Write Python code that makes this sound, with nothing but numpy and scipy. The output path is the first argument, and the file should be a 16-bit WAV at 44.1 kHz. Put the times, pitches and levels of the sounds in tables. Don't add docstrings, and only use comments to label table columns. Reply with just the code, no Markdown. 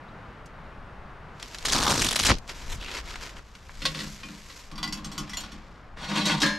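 import sys
import numpy as np
from scipy import signal
from scipy.fft import rfft
from scipy.io import wavfile
from scipy.ndimage import uniform_filter1d

SR = 44100
rng = np.random.default_rng(int(sys.argv[2]) if len(sys.argv) > 2 else 0)


def pcm_store(signal):
    levels = np.round(np.clip(np.atleast_2d(signal), -1, 1) * 32767)
    wavfile.write(sys.argv[1], SR, levels.astype(np.int16).T)


N = 290178
TIME = np.arange(N) / SR
RING_TIME = TIME[:SR // 2]


def amp(db):
    return 10 ** (np.asarray(db) / 20)


def unit_rms(x):
    return x / np.sqrt(np.mean(x ** 2) + 1e-20)


def unit_onset(x, samples=350):
    return x / np.sqrt(np.mean(x[:samples] ** 2) + 1e-20)


def add(mix, start_s, sound):
    part = mix[max(round(start_s * SR), 0):][:len(sound)]
    part += sound[:len(part)]


def envelope(points, fade_s=0.02):
    s, db = np.transpose(points)
    inside = np.clip(np.minimum(TIME - s[0], s[-1] - TIME) / fade_s + 1, 0, 1)
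    return inside * amp(np.interp(TIME, s, db))


def swell(peak_s, rise_s, fall_s, db):
    away = np.maximum((peak_s - TIME) / rise_s, (TIME - peak_s) / fall_s)
    gain, near = np.zeros(N), away < 4
    gain[near] = amp(db - 15 * abs(away[near]) ** 1.5)
    return gain


def swells(rows):
    return np.sqrt(sum(swell(*row) ** 2 for row in rows))


def coloured(x, spectrum, size=4096):
    hz, db = np.transpose(spectrum)
    bin_hz = abs(np.fft.fftfreq(size, 1 / SR))
    bin_db = np.interp(np.log(bin_hz + 1), np.log(hz + 1), np.maximum(db, -100))
    log_response = np.conj(signal.hilbert(np.log(amp(bin_db))))
    kernel = np.fft.ifft(np.exp(log_response)).real
    return signal.oaconvolve(x, kernel[:size // 2])[:len(x)]


def shelved(x, db, corner_hz=5500):
    return coloured(x, [(corner_hz * 0.31, 0), (corner_hz * 1.1, db)], size=256)


def wander(rate_hz, n=N):
    return unit_rms(np.interp(TIME[:n] * rate_hz, np.arange(SR // 4), rng.standard_normal(SR // 4)))


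def grains(per_s, spread_db, n=N):
    size = amp(spread_db * np.minimum(rng.exponential(1, n), 3.5))
    return unit_rms(size * rng.choice([-1, 1], n) * (rng.random(n) < per_s / SR))


def driven(force, response):
    return unit_rms(signal.fftconvolve(force, response)[:N])


# frequency in Hz, level in dB.
AIR_SPECTRUM = [(59, -23), (100, -2), (169, -3), (324, -11.5), (570, -10), (1290, -9.5), (1700, -14),
                (3610, -29), (4640, -34), (8340, -47), (13200, -55), (15000, -69)]
WIND_SPECTRUM = [(8.8, -27), (15, 0), (48, -4.5), (61, -6), (86, -12), (134, -22), (220, -22), (480, -120)]
# start in seconds, level in dB.
AIR_SPOTS = [(0, -44.5), (1.39, -48.5), (3.4, -55), (4.7, -50)]
# peak, rise and fall in seconds, relative level in dB.
GUSTS = [(1.83, .25, .15, -35), (2.01, 0.053, 0.13, -34), (2.32, 0.12, 0.087, -28),
         (2.76, 0.18, 0.094, -35), (3.05, 0.66, .45, -41.5)]


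def air_and_wind():
    air = unit_rms(coloured(rng.standard_normal(N), AIR_SPECTRUM)) * amp(0.5 * wander(10))
    rumble = coloured(rng.standard_normal(N), WIND_SPECTRUM, size=16384)
    wind = unit_rms(rumble * amp(2 * wander(8.6)))
    start_s, db = np.transpose(AIR_SPOTS)
    air_gain = uniform_filter1d(amp(db)[np.searchsorted(start_s[1:], TIME)], size=2000)
    wind_gain = amp(2) * np.hypot(amp(-47.5), swells(GUSTS))
    return air * air_gain + wind * wind_gain


def bird(start_s=0.072, length_s=0.03, from_hz=3150, to_hz=4450, db=-57):
    out, n = np.zeros(N), round(length_s * SR)
    cycles = np.cumsum(np.linspace(from_hz, to_hz, n)) / SR
    add(out, start_s, amp(db) * np.hanning(n) * np.sin(2 * np.pi * cycles))
    return out


# frequency in Hz, level in dB.
SNAP_SPECTRUM = [(400, -17), (1000, -7), (1800, -2.5), (4500, -1.5), (7000, -7), (13000, -25.5)]
# start in seconds, relative level in dB, treble in dB, t60 in seconds.
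SNAPS = [(0.459, -50, 27, 0.055), (1.398, -39.5, -2, 0.037), (1.427, -28.5, -2, 0.017),
         (1.546, -29.5, -3, 0.023), (1.585, -32, 2, 0.024), (1.626, -36, 4, 0.023), (2.384, -37, 2, 0.03),
         (2.477, -40, 8, 0.063), (2.494, -30.5, -7, 0.048), (2.727, -33, -3, .03), (2.826, -36, -12, .04),
         (2.846, -34, -6, .02), (2.882, -33, -14, .04), (2.914, -33, -1, 0.023), (2.986, -35, -9, 0.043),
         (3.105, -36.5, -6, .04), (3.142, -35, -28, .04), (3.156, -31, -12, 0.037), (3.294, -38, -8, 0.028),
         (3.368, -39, -13, 0.041), (3.394, -41, -24, 0.015), (3.551, -42, -7, 0.05),
         (3.694, -36, -32, 0.06), (4.715, -40.5, -9, 0.0086)]


def snaps(gain_db=-2):
    out = np.zeros(N)
    for start_s, db, treble_db, t60_s in SNAPS:
        burst = grains(9000, 3, len(RING_TIME)) * amp(-60 * RING_TIME / t60_s)
        snap = shelved(coloured(burst, SNAP_SPECTRUM), treble_db)
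        add(out, start_s, amp(db + gain_db) * unit_onset(snap, 130))
    return out


# peak, rise and fall in seconds, centre at the peak in Hz, level in dB.
SWISHES = [(2.728, 0.033, 0.032, 4180, -40), (2.86, 0.085, 0.062, 2420, -42)]


def palm_swishes(friction, width_hz=1200, octaves_per_s=2.4):
    out, pole = np.zeros(N), np.exp(-np.pi * width_hz / SR)
    for peak_s, rise_s, fall_s, hz, db in SWISHES:
        centre_hz = hz * 2 ** (-octaves_per_s * np.clip(TIME - peak_s, -0.3, 0.3))
        carrier = np.exp(2j * np.pi * np.cumsum(centre_hz) / SR)
        baseband = signal.lfilter([(1 - pole) ** 2], [1, -2 * pole, pole ** 2],
                                  friction / carrier + 1e-18)
        out += unit_rms((carrier * baseband).real) * swell(peak_s, rise_s, fall_s, db)
    return out


# frequency in Hz, level in dB.
BODY_SPECTRUM = [(150, -47.5), (250, 3), (449, 0.5), (853, -7), (951, 3.5), (1060, -1), (2210, 1),
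                 (4950, -5.5), (6500, -17), (8450, -32), (14300, -120)]
FIZZ_SPECTRUM = [(2000, -37.5), (4000, -8), (6000, -2), (7700, -3.5), (8600, -12), (12500, -13),
                 (14000, -23)]
# peak, rise and fall in seconds, relative body and fizz in dB.
RUSTLE_SWELLS = [(1.44, 0.059, 0.046, -41, -54), (1.54, 0.13, 0.35, -44.5, -52.5),
                 (2.494, 0.011, 0.045, -35.5, -47), (2.62, 0.2, 0.22, -43.5, -52.5),
                 (2.726, 0.05, 0.05, -36.5, -43), (2.835, 0.059, .06, -39, -53),
                 (2.91, 0.098, 0.069, -38, -52), (2.981, 0.098, 0.033, -31, -44),
                 (3.10, 0.072, 0.11, -38, -50), (3.24, 0.068, 0.098, -37.5, -49),
                 (3.375, 0.03, 0.029, -44.5, -57), (3.58, 0.63, 0.33, -56, -65.5),
                 (3.79, 0.17, 0.14, -53.5, -65), (4.02, 0.32, 0.14, -40, -47.5),
                 (4.12, 0.075, 0.062, -49, -47.5), (4.3, 0.43, 0.22, -47.5, -55.5),
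                 (4.57, 0.28, 0.15, -47.5, -52.5), (5.35, 1, 0.47, -46.5, -63.5)]


def rustle(body_db=-2):
    crinkles = 0.48 * grains(200, 3.3)
    friction = unit_rms(grains(9000, 1.4) * amp(2 * np.minimum(wander(170), 1.5))) + crinkles
    body_gain = amp(body_db) * swells((*timing, db) for *timing, db, _ in RUSTLE_SWELLS)
    fizz_gain = swells((*timing, db) for *timing, _, db in RUSTLE_SWELLS)
    body = unit_rms(coloured(friction, BODY_SPECTRUM)) * body_gain
    fizz = unit_rms(coloured(friction, FIZZ_SPECTRUM)) * fizz_gain
    return body + fizz + palm_swishes(friction)


def spurts(per_s=290, decay_s=0.0012, spread_db=3.5, bed=0.14):
    cycles = np.cumsum(per_s * amp(spread_db * wander(per_s))) / SR
    jerks = np.diff(np.floor(cycles), prepend=0) * amp(spread_db * np.minimum(rng.standard_normal(N), 1))
    return unit_rms(bed + signal.lfilter([1], [1, -np.exp(-1 / (decay_s * SR))], jerks))


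def rip(db, length_s):
    return amp(db) * np.pad(grains(7000, 2.4, round(length_s * SR)), (0, SR // 100))


def twanged(pops, decay_s=0.00041, patches=10):
    t, live = TIME[:128], np.flatnonzero(pops)
    part = pops[live[0]:live[-1] + len(t)]
    patch_at = rng.integers(0, patches, len(part)).repeat(60)[:len(part)]
    twangs = rng.standard_normal((patches, len(t))) * np.exp(-t / decay_s)
    gains = abs(rfft(twangs, 512))
    gains /= np.sqrt(np.mean(gains ** 2, 0))
    out, hz = np.zeros(N), np.linspace(0, SR / 2, gains.shape[1])
    for patch, gain in enumerate(gains):
        spectrum = np.c_[hz, 20 * np.log10(gain)]
        add(out, live[0] / SR, coloured(part * (patch_at == patch), spectrum, size=512))
    return out


# frequency in Hz, level in dB.
HOOK_SPECTRUM = [(290, -25.5), (480, -8.5), (962, -5.5), (2530, -3.5), (3900, -2.5), (5780, -4.5),
                 (7800, -11), (12100, -23.5), (15000, -35)]
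# start in seconds, relative level in dB, length in seconds.
RIPS = [(1.65, -22.5, 0.021), (1.683, -24, 0.02), (1.722, -17.5, 0.016), (1.779, -24.5, 0.015),
        (1.833, -23.5, 0.0091), (1.925, -25, .003), (1.959, -21.5, .003), (2.018, -22.5, 0.0074),
        (2.043, -23.5, 0.0084), (2.065, -23, 0.0066), (2.087, -20.5, 0.0053), (2.11, -22, 0.009),
        (2.127, -23, .005), (2.158, -19, .01), (2.192, -20, 0.011), (2.233, -22.5, 0.0068),
        (2.248, -19.5, 0.029)]


def hook_crackle(pops, effort, last_tear_s=2.283, tear_length_s=0.0356, tear_treble_db=-12.5):
    rips = np.zeros(N)
    for start_s, db, length_s in RIPS:
        add(rips, start_s, rip(db - 2, length_s))
    add(rips, last_tear_s, shelved(rip(-15, tear_length_s), tear_treble_db, corner_hz=4630))
    crackle = coloured(twanged(amp(-0.5) * pops * effort + rips), HOOK_SPECTRUM)
    crackle /= np.std(coloured(pops, HOOK_SPECTRUM))
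    treble = signal.sosfiltfilt(signal.butter(2, 7500, "high", fs=SR, output="sos"), crackle)
    freed = np.clip((TIME - last_tear_s) / tear_length_s, 0, 1)
    lift_db = 6.5 - 11 * abs(TIME - 2.05) + tear_treble_db * freed
    return crackle + treble * (amp(lift_db) - 1)


# time in seconds, effort in dB.
PEEL_EFFORT = [(1.668, -33.5), (1.715, -30), (1.76, -26.5), (1.86, -25.5), (2.04, -25.5), (2.08, -30),
               (2.145, -32), (2.215, -30.5), (2.30, -19.5), (2.365, -41)]
# frequency in Hz, level in dB.
DRUM_SPECTRUM = [(40, -11), (100, 1.5), (230, 3), (450, -2.5), (700, -8.5), (1500, -38), (4000, -66)]
HOLLOW_SPECTRUM = [(400, -43), (750, -6), (950, 0), (1300, -2.5), (1600, -10), (3000, -27)]


def flap_peel(slack_s=2.02, sag_db_per_s=23):
    pops = unit_rms(grains(12000, 1) * spurts())
    effort = envelope(PEEL_EFFORT)
    tension = effort * amp(-3.5 - sag_db_per_s * np.maximum(TIME - slack_s, 0))
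    wall_jerk = swell(peak_s=2.312, rise_s=0.029, fall_s=0.045, db=-21.5)
    half_open = swell(peak_s=1.853, rise_s=0.11, fall_s=0.13, db=-25)
    drum = unit_rms(coloured(pops, DRUM_SPECTRUM)) * np.hypot(tension, wall_jerk)
    hollow = unit_rms(coloured(pops, HOLLOW_SPECTRUM)) * half_open
    return hook_crackle(pops, effort) + drum + hollow


# time in seconds, level in dB, time scale in seconds.
FLAP_PUSHES = [(2.295, -25, 0.005), (2.313, -11.5, 0.0038), (2.348, -23.5, 0.01)]


def flap_pushes():
    out = np.zeros(N)
    for time_s, db, scale_s in FLAP_PUSHES:
        u = (TIME - time_s) / scale_s - 0.5
        out -= amp(db) * 2 * u * np.exp(-u ** 2)
    return out


def ringing(modes, t60_scale=1, scatter_db=0, detune_per_db=0.0012):
    hz, db, t60_s = np.transpose(modes)[:, :, None]
    gain = amp(db + scatter_db * rng.standard_normal(hz.shape))
    hz = hz * (1 + detune_per_db * scatter_db * rng.standard_normal(hz.shape))
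    decay = amp(-60 * RING_TIME / (t60_s * t60_scale))
    return (gain * decay * np.sin(2 * np.pi * (hz * RING_TIME + rng.random(hz.shape)))).sum(0)


def sheet_modes(spectrum, t60_s, spread_db, count=260):
    hz = 400 + (np.arange(count) + rng.random(count)) * 13500 / count
    point_hz, point_db = np.transpose(spectrum)
    db = np.interp(np.log(hz), np.log(point_hz), point_db) + spread_db * rng.uniform(0.1, 1, count)
    life_s = t60_s * (hz / 4000) ** -0.3 * rng.uniform(0.85, 1.37, count)
    decay = amp(db[:, None] - 60 * RING_TIME / life_s[:, None])
    return decay * np.sin(2 * np.pi * hz[:, None] * RING_TIME)


def boom(modes, rise_s=0.016):
    return unit_onset(ringing(modes, scatter_db=2.5) * (1 - np.exp(-RING_TIME / rise_s)), 2000)


def knocks(rows, modes, spectrum, sheet, box_modes, *, modes_db, sheet_db, crack_db, boom_db,
           crack_t60_s, scatter_db, chatter_s, first_touch):
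    out, n = np.zeros(N), len(RING_TIME)
    for start_s, db, box_db, treble_db, *_ in rows:
        settle_s = chatter_s * 2 ** (-max(db + 19.5, 0) / 6)
        contacts = grains(1500, 2, n) * np.exp(-RING_TIME / settle_s)
        contacts[0] = first_touch * np.linalg.norm(contacts) + 1e-6
        shimmer = signal.fftconvolve(contacts, rng.standard_normal(len(sheet)) @ sheet)[:n]
        crack = coloured(amp(-60 * RING_TIME / crack_t60_s) * rng.standard_normal(n), spectrum)
        ring = ringing(modes, scatter_db=scatter_db) * (1 - np.exp(-RING_TIME / 0.00067))
        clank = (amp(sheet_db) * unit_onset(shimmer, 700) + amp(crack_db) * unit_onset(crack)
                 + amp(modes_db) * unit_onset(ring, 700))
        add(out, start_s, amp(db) * shelved(clank, treble_db) + amp(box_db + boom_db) * boom(box_modes))
    return out


# start in seconds, then relative level, boom and treble in dB.
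STOVE_KNOCKS = [(3.819, -25.5, -36.5, -3), (3.853, -11.5, -39.5, -2.5), (3.861, -23, -37, -2),
                (3.947, -24, -36.5, -5), (3.99, -28, -48, 1), (4.004, -25.5, -36.5, -3),
                (4.232, -29.5, -41.5, -9), (4.284, -34, -39.5, -10), (4.5, -31.5, -59, -8)]
# frequency in Hz, level in dB, t60 in seconds.
STOVE_MODES = [(528, -2, 0.18), (1095, 2, 0.18), (1414, -3, 0.14), (1915, 1, 0.13), (1993, 1, 0.14),
               (2620, -3, .12), (2768, 1, 0.14), (3320, -1, .12), (3520, 2, .12), (3660, 1, 0.15),
               (4220, 1, 0.16), (4420, 2, 0.14), (4580, 3, 0.12), (4950, -1, .1), (5270, 5, 0.09)]
LEG_MODES = [(146.6, -6.5, 0.61), (156, -5, 0.5), (181, -6.5, 0.42), (209.7, -4.5, 0.53), (245.6, -7, 0.22),
             (296, -6, 0.34), (339, -11.5, 0.21)]
# frequency in Hz, level in dB.
STOVE_SPECTRUM = [(240, -42), (400, -12), (518, -11), (680, -13), (1100, -8), (1290, -8), (1940, -2.5),
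                  (4260, 2), (7130, -9), (15000, -29)]


def stove_landing():
    sheet = sheet_modes(STOVE_SPECTRUM, t60_s=0.09, spread_db=4)
    return knocks(STOVE_KNOCKS, STOVE_MODES, STOVE_SPECTRUM, sheet, LEG_MODES,
                  modes_db=-13, sheet_db=-15, crack_db=-9.5, boom_db=-3,
                  crack_t60_s=0.08, scatter_db=2.5, chatter_s=0.016, first_touch=0.7)


# peak, rise and fall in seconds, level in dB.
RATTLES = [(3.835, 0.018, 0.02, -41), (3.88, 0.031, 0.056, -41), (3.965, .015, 0.043, -40.5),
           (4.01, .03, .08, -44), (6.48, .03, .14, -38)]


def rattle():
    contacts = grains(420, 2.5)
    sheet = sheet_modes(STOVE_SPECTRUM, t60_s=0.03, spread_db=3)
    shimmer = unit_onset(rng.choice([-1, 1], len(sheet)) @ sheet)
    ring = amp(-3) * unit_onset(ringing(STOVE_MODES, t60_scale=0.4, scatter_db=3))
    return driven(contacts, shimmer + ring) * swells(RATTLES)


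# frequency in Hz, level in dB, t60 in seconds.
HANDLE_MODES = [(2430, -1, 0.21), (2500, -14, .12), (3070, -2, .1)]


def handle(start_s=4.234, db=-39.5):
    out = np.zeros(N)
    add(out, start_s, amp(db) * unit_onset(ringing(HANDLE_MODES)))
    return out


# start in seconds, then relative level, boom, treble, low panel and high panel in dB.
DOOR_KNOCKS = [(4.714, -35, -38, -8.5, -60, -60), (4.756, -37, -44.5, -5, -56, -50),
               (4.779, -22, -36, -13.5, -43.5, -43), (4.829, -18, -42, -6.5, -36.5, -33),
               (4.84, -22, -33.5, -10, -34, -33), (4.876, -29.5, -35.5, -3, -36, -38),
               (4.925, -24, -37, 0.5, -41, -35), (4.973, -33.5, -36.5, -5.5, -57, -54),
               (5.045, -30, -35, 1.5, -55, -50), (5.116, -34, -40.5, 1.5, -47, -52),
               (5.179, -23.5, -31, 1, -40, -38), (5.295, -28, -40.5, -4.5, -58, -54),
               (5.334, -26.5, -48, -3, -33, -47), (5.371, -21.5, -46, -5, -44, -50),
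               (5.404, -31.5, -46, 1, -56, -56), (5.436, -26.5, -43, -11, -54, -56),
               (5.519, -35, -39.5, -3, -59, -60)]
# frequency in Hz, level in dB, t60 in seconds.
DOOR_MODES = [(745, -16, 0.21), (964, -6, 0.15), (1081, -7, 0.22), (1424, -6, 0.16), (2650, -8, .14),
              (2970, -5, 0.14), (3200, -3, 0.12), (3330, -1, .13), (3460, -1, 0.12), (4260, -3, .12),
              (5380, 0, 0.11), (5460, 0, .11), (5650, 0, 0.1), (6330, -2, 0.12), (8240, -8, 0.1),
              (12500, -12, .12)]
LOW_PANEL_MODES = [(1995, 0.5, 0.13)]
HIGH_PANEL_MODES = [(4630, -1, 0.13), (4680, 1, 0.11), (4760, -4, 0.09)]
FIREBOX_MODES = [(148, -6, .3), (160, -5, .25), (178, -8, .3), (192, -7, .25), (208, -2.5, .42),
                 (226, -9, .25), (243, -9, .25), (280, -10, .25), (303, -6, .33), (345, -13, .2)]
CAVITY_MODES = [(807, -4, .25), (924, -12, 0.27), (1050, -3, 0.37), (1099, 2, .3), (1160, -1, 0.3)]
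# frequency in Hz, level in dB.
DOOR_SPECTRUM = [(240, -49), (400, -30), (1090, -5.5), (1690, -12), (2030, -9), (4010, -4.5), (4800, -6.5),
                 (7240, -8.5), (12700, -23), (15000, -19)]


def door(cavity_db=-15):
    sheet = sheet_modes(DOOR_SPECTRUM, t60_s=0.15, spread_db=4.5, count=220)
    out = knocks(DOOR_KNOCKS, DOOR_MODES, DOOR_SPECTRUM, sheet, FIREBOX_MODES,
                 modes_db=-11, sheet_db=-13, crack_db=-14.5, boom_db=-5,
                 crack_t60_s=0.07, scatter_db=4.5, chatter_s=0.009, first_touch=0.7)
    for start_s, _, box_db, _, low_db, high_db in DOOR_KNOCKS:
        add(out, start_s, amp(box_db + cavity_db) * boom(CAVITY_MODES))
        add(out, start_s, amp(low_db) * ringing(LOW_PANEL_MODES, scatter_db=2))
        add(out, start_s, amp(high_db) * ringing(HIGH_PANEL_MODES, scatter_db=1.5))
    return out


# start in seconds, level in dB.
LATCH_PINGS = [(5.179, -47), (5.371, -32.5), (5.401, -40)]
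# frequency in Hz, level in dB, t60 in seconds.
LATCH_MODES = [(7050, 0, .13), (12400, -15, .09)]


def latch():
    out = np.zeros(N)
    for start_s, db in LATCH_PINGS:
        add(out, start_s, amp(db) * unit_onset(ringing(LATCH_MODES)))
    return out


# start in seconds, then relative level, boom and treble in dB.
SILL_KNOCKS = [(5.971, -34, -56, -11), (6.031, -29, -39, -6.5), (6.113, -23, -33, -9),
               (6.156, -19.5, -25, -4), (6.255, -26.5, -29, 13), (6.295, -17.5, -34, -5),
               (6.341, -21, -27.5, -10), (6.403, -27.5, -48, 8.5), (6.418, -16, -33, 4.5)]
# frequency in Hz, level in dB, t60 in seconds.
HELD_PIPE_MODES = [(760, -3, 0.12), (802, 0, 0.17), (924, 2, 0.17), (1052, 2, 0.15), (1157, 0, 0.16),
                   (1445, 0, 0.21), (1510, -3.5, 0.18), (2000, 0.5, 0.091), (2532, 3, 0.073),
                   (3210, 3, 0.11), (5660, 2, 0.049)]
# frequency in Hz, level in dB.
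PIPE_SPECTRUM = [(190, -14), (330, 11), (387, -13), (568, 0), (699, -14.5), (1040, 1), (1280, -6.5),
                 (1660, -4.5), (2900, -4.5), (3920, -3), (7000, -13.5), (13000, -30.5)]


def pipe_bumps():
    sheet = sheet_modes(PIPE_SPECTRUM, t60_s=0.14, spread_db=2, count=200)
    return knocks(SILL_KNOCKS, HELD_PIPE_MODES, PIPE_SPECTRUM, sheet, FIREBOX_MODES,
                  modes_db=-13.5, sheet_db=-11, crack_db=-8.5, boom_db=-5.5,
                  crack_t60_s=0.11, scatter_db=5, chatter_s=0.022, first_touch=0.3)


# time in seconds, effort in dB.
SCRAPE_EFFORT = [(5.98, -43), (6.09, -34.5), (6.145, -30), (6.165, -24.5), (6.235, -29.5), (6.31, -24),
                 (6.36, -28), (6.39, -31.5)]


def pipe_scrape():
    slips = unit_rms(grains(5000, 2) * amp(2 * wander(90)))
    sheet = sheet_modes(PIPE_SPECTRUM, t60_s=0.07, spread_db=5)
    scrape = amp(-3) * driven(slips, rng.choice([-1, 1], len(sheet)) @ sheet)
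    pipe = amp(-7.5) * driven(slips, ringing(HELD_PIPE_MODES, t60_scale=0.75))
    box = amp(-6) * driven(slips, ringing(FIREBOX_MODES, t60_scale=0.48))
    return (scrape + pipe + box) * envelope(SCRAPE_EFFORT)


# start and length in seconds, pitch in Hz, level in dB.
PIPE_SQUEALS = [(6.02, .11, 4420, -42), (6.14, 0.15, 4400, -41), (6.2, .04, 4000, -28),
                (6.235, .07, 3840, -28), (6.24, .095, 4440, -32), (6.28, .09, 3320, -35),
                (6.26, .1, 5588, -39)]
FLOOR_DRONES = [(6.07, .11, 200, -29), (6.145, 0.09, 211, -21.5), (6.195, 0.1, 206, -25.5),
                (6.31, 0.093, 153, -28)]


def friction_tones(rows, waver, flutter_db, rate_hz):
    out = np.zeros(N)
    for start_s, length_s, hz, db in rows:
        n = round(length_s * SR)
        cycles = np.cumsum(hz * (1 + waver * wander(rate_hz, n))) / SR
        gain = np.hanning(n) * amp(db + flutter_db * wander(rate_hz, n))
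        add(out, start_s, gain * np.sin(2 * np.pi * cycles))
    return out


# start in seconds, then relative level, boom and treble in dB.
DROP_KNOCKS = [(6.431, -19.5, -26.5, -4), (6.461, -21, -33.5, -0.5)]
# frequency in Hz, level in dB, t60 in seconds.
FREE_PIPE_MODES = [(298, -2, .46), (558, -6, .33), (1072, -9, .36), (1216, -14, .3), (1287, -11, .5),
                   (1632, 0, .54), (1683, 0, .56), (1792, -3, .75), (2130, -9, .5), (2290, -11, .55),
                   (3155, -12, .42), (4223, -7.5, .9), (5150, -13, .55), (5334, -15, .45), (6493, -15, .5),
                   (7470, -22, .42)]


def pipe_drop(ring_start_s=6.431, ring_db=-23.5):
    sheet = sheet_modes(PIPE_SPECTRUM, t60_s=0.23, spread_db=2, count=300)
    out = knocks(DROP_KNOCKS, FREE_PIPE_MODES, PIPE_SPECTRUM, sheet, FIREBOX_MODES,
                 modes_db=-14, sheet_db=-8, crack_db=-5, boom_db=-2,
                 crack_t60_s=0.09, scatter_db=0.5, chatter_s=0.025, first_touch=1)
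    add(out, ring_start_s, amp(ring_db) * ringing(FREE_PIPE_MODES))
    return out


# frequency in Hz, side against mid in dB.
SIDE_SPECTRUM = [(60, -17.5), (250, -19.5), (600, -12), (1500, -11.5), (4000, -10.5), (8000, -9.5),
                 (12000, -2.5)]


def scene():
    mid = air_and_wind() + bird() + snaps() + rustle() + flap_peel() + flap_pushes()
    mid += stove_landing() + rattle() + handle() + door() + latch()
    mid += pipe_bumps() + pipe_scrape()
    mid += friction_tones(PIPE_SQUEALS, waver=0.004, flutter_db=2, rate_hz=200)
    mid += friction_tones(FLOOR_DRONES, waver=0.01, flutter_db=1, rate_hz=40)
    mid += pipe_drop()
    t = TIME[:SR // 12]
    scatter = rng.standard_normal(len(t)) * np.exp(-t / 0.016)
    scatter /= np.linalg.norm(scatter)
    side = coloured(signal.fftconvolve(mid, scatter)[:N], SIDE_SPECTRUM)
    return np.array([mid + side, mid - side])


def record(dry, knee=0.72, gain=0.72, cutoff_hz=15700):
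    rounded = gain * dry / (1 + (dry / knee) ** 4) ** (1 / 4)
    dulled = np.array([coloured(x, [(12800, 1.5), (14000, -7.5)], size=512) for x in rounded])
    lowpass = signal.firwin(511, cutoff_hz, window=("kaiser", 9), fs=SR)
    return signal.oaconvolve(dulled, lowpass[None], "same")


dry = scene()
out = record(dry)
pcm_store(out)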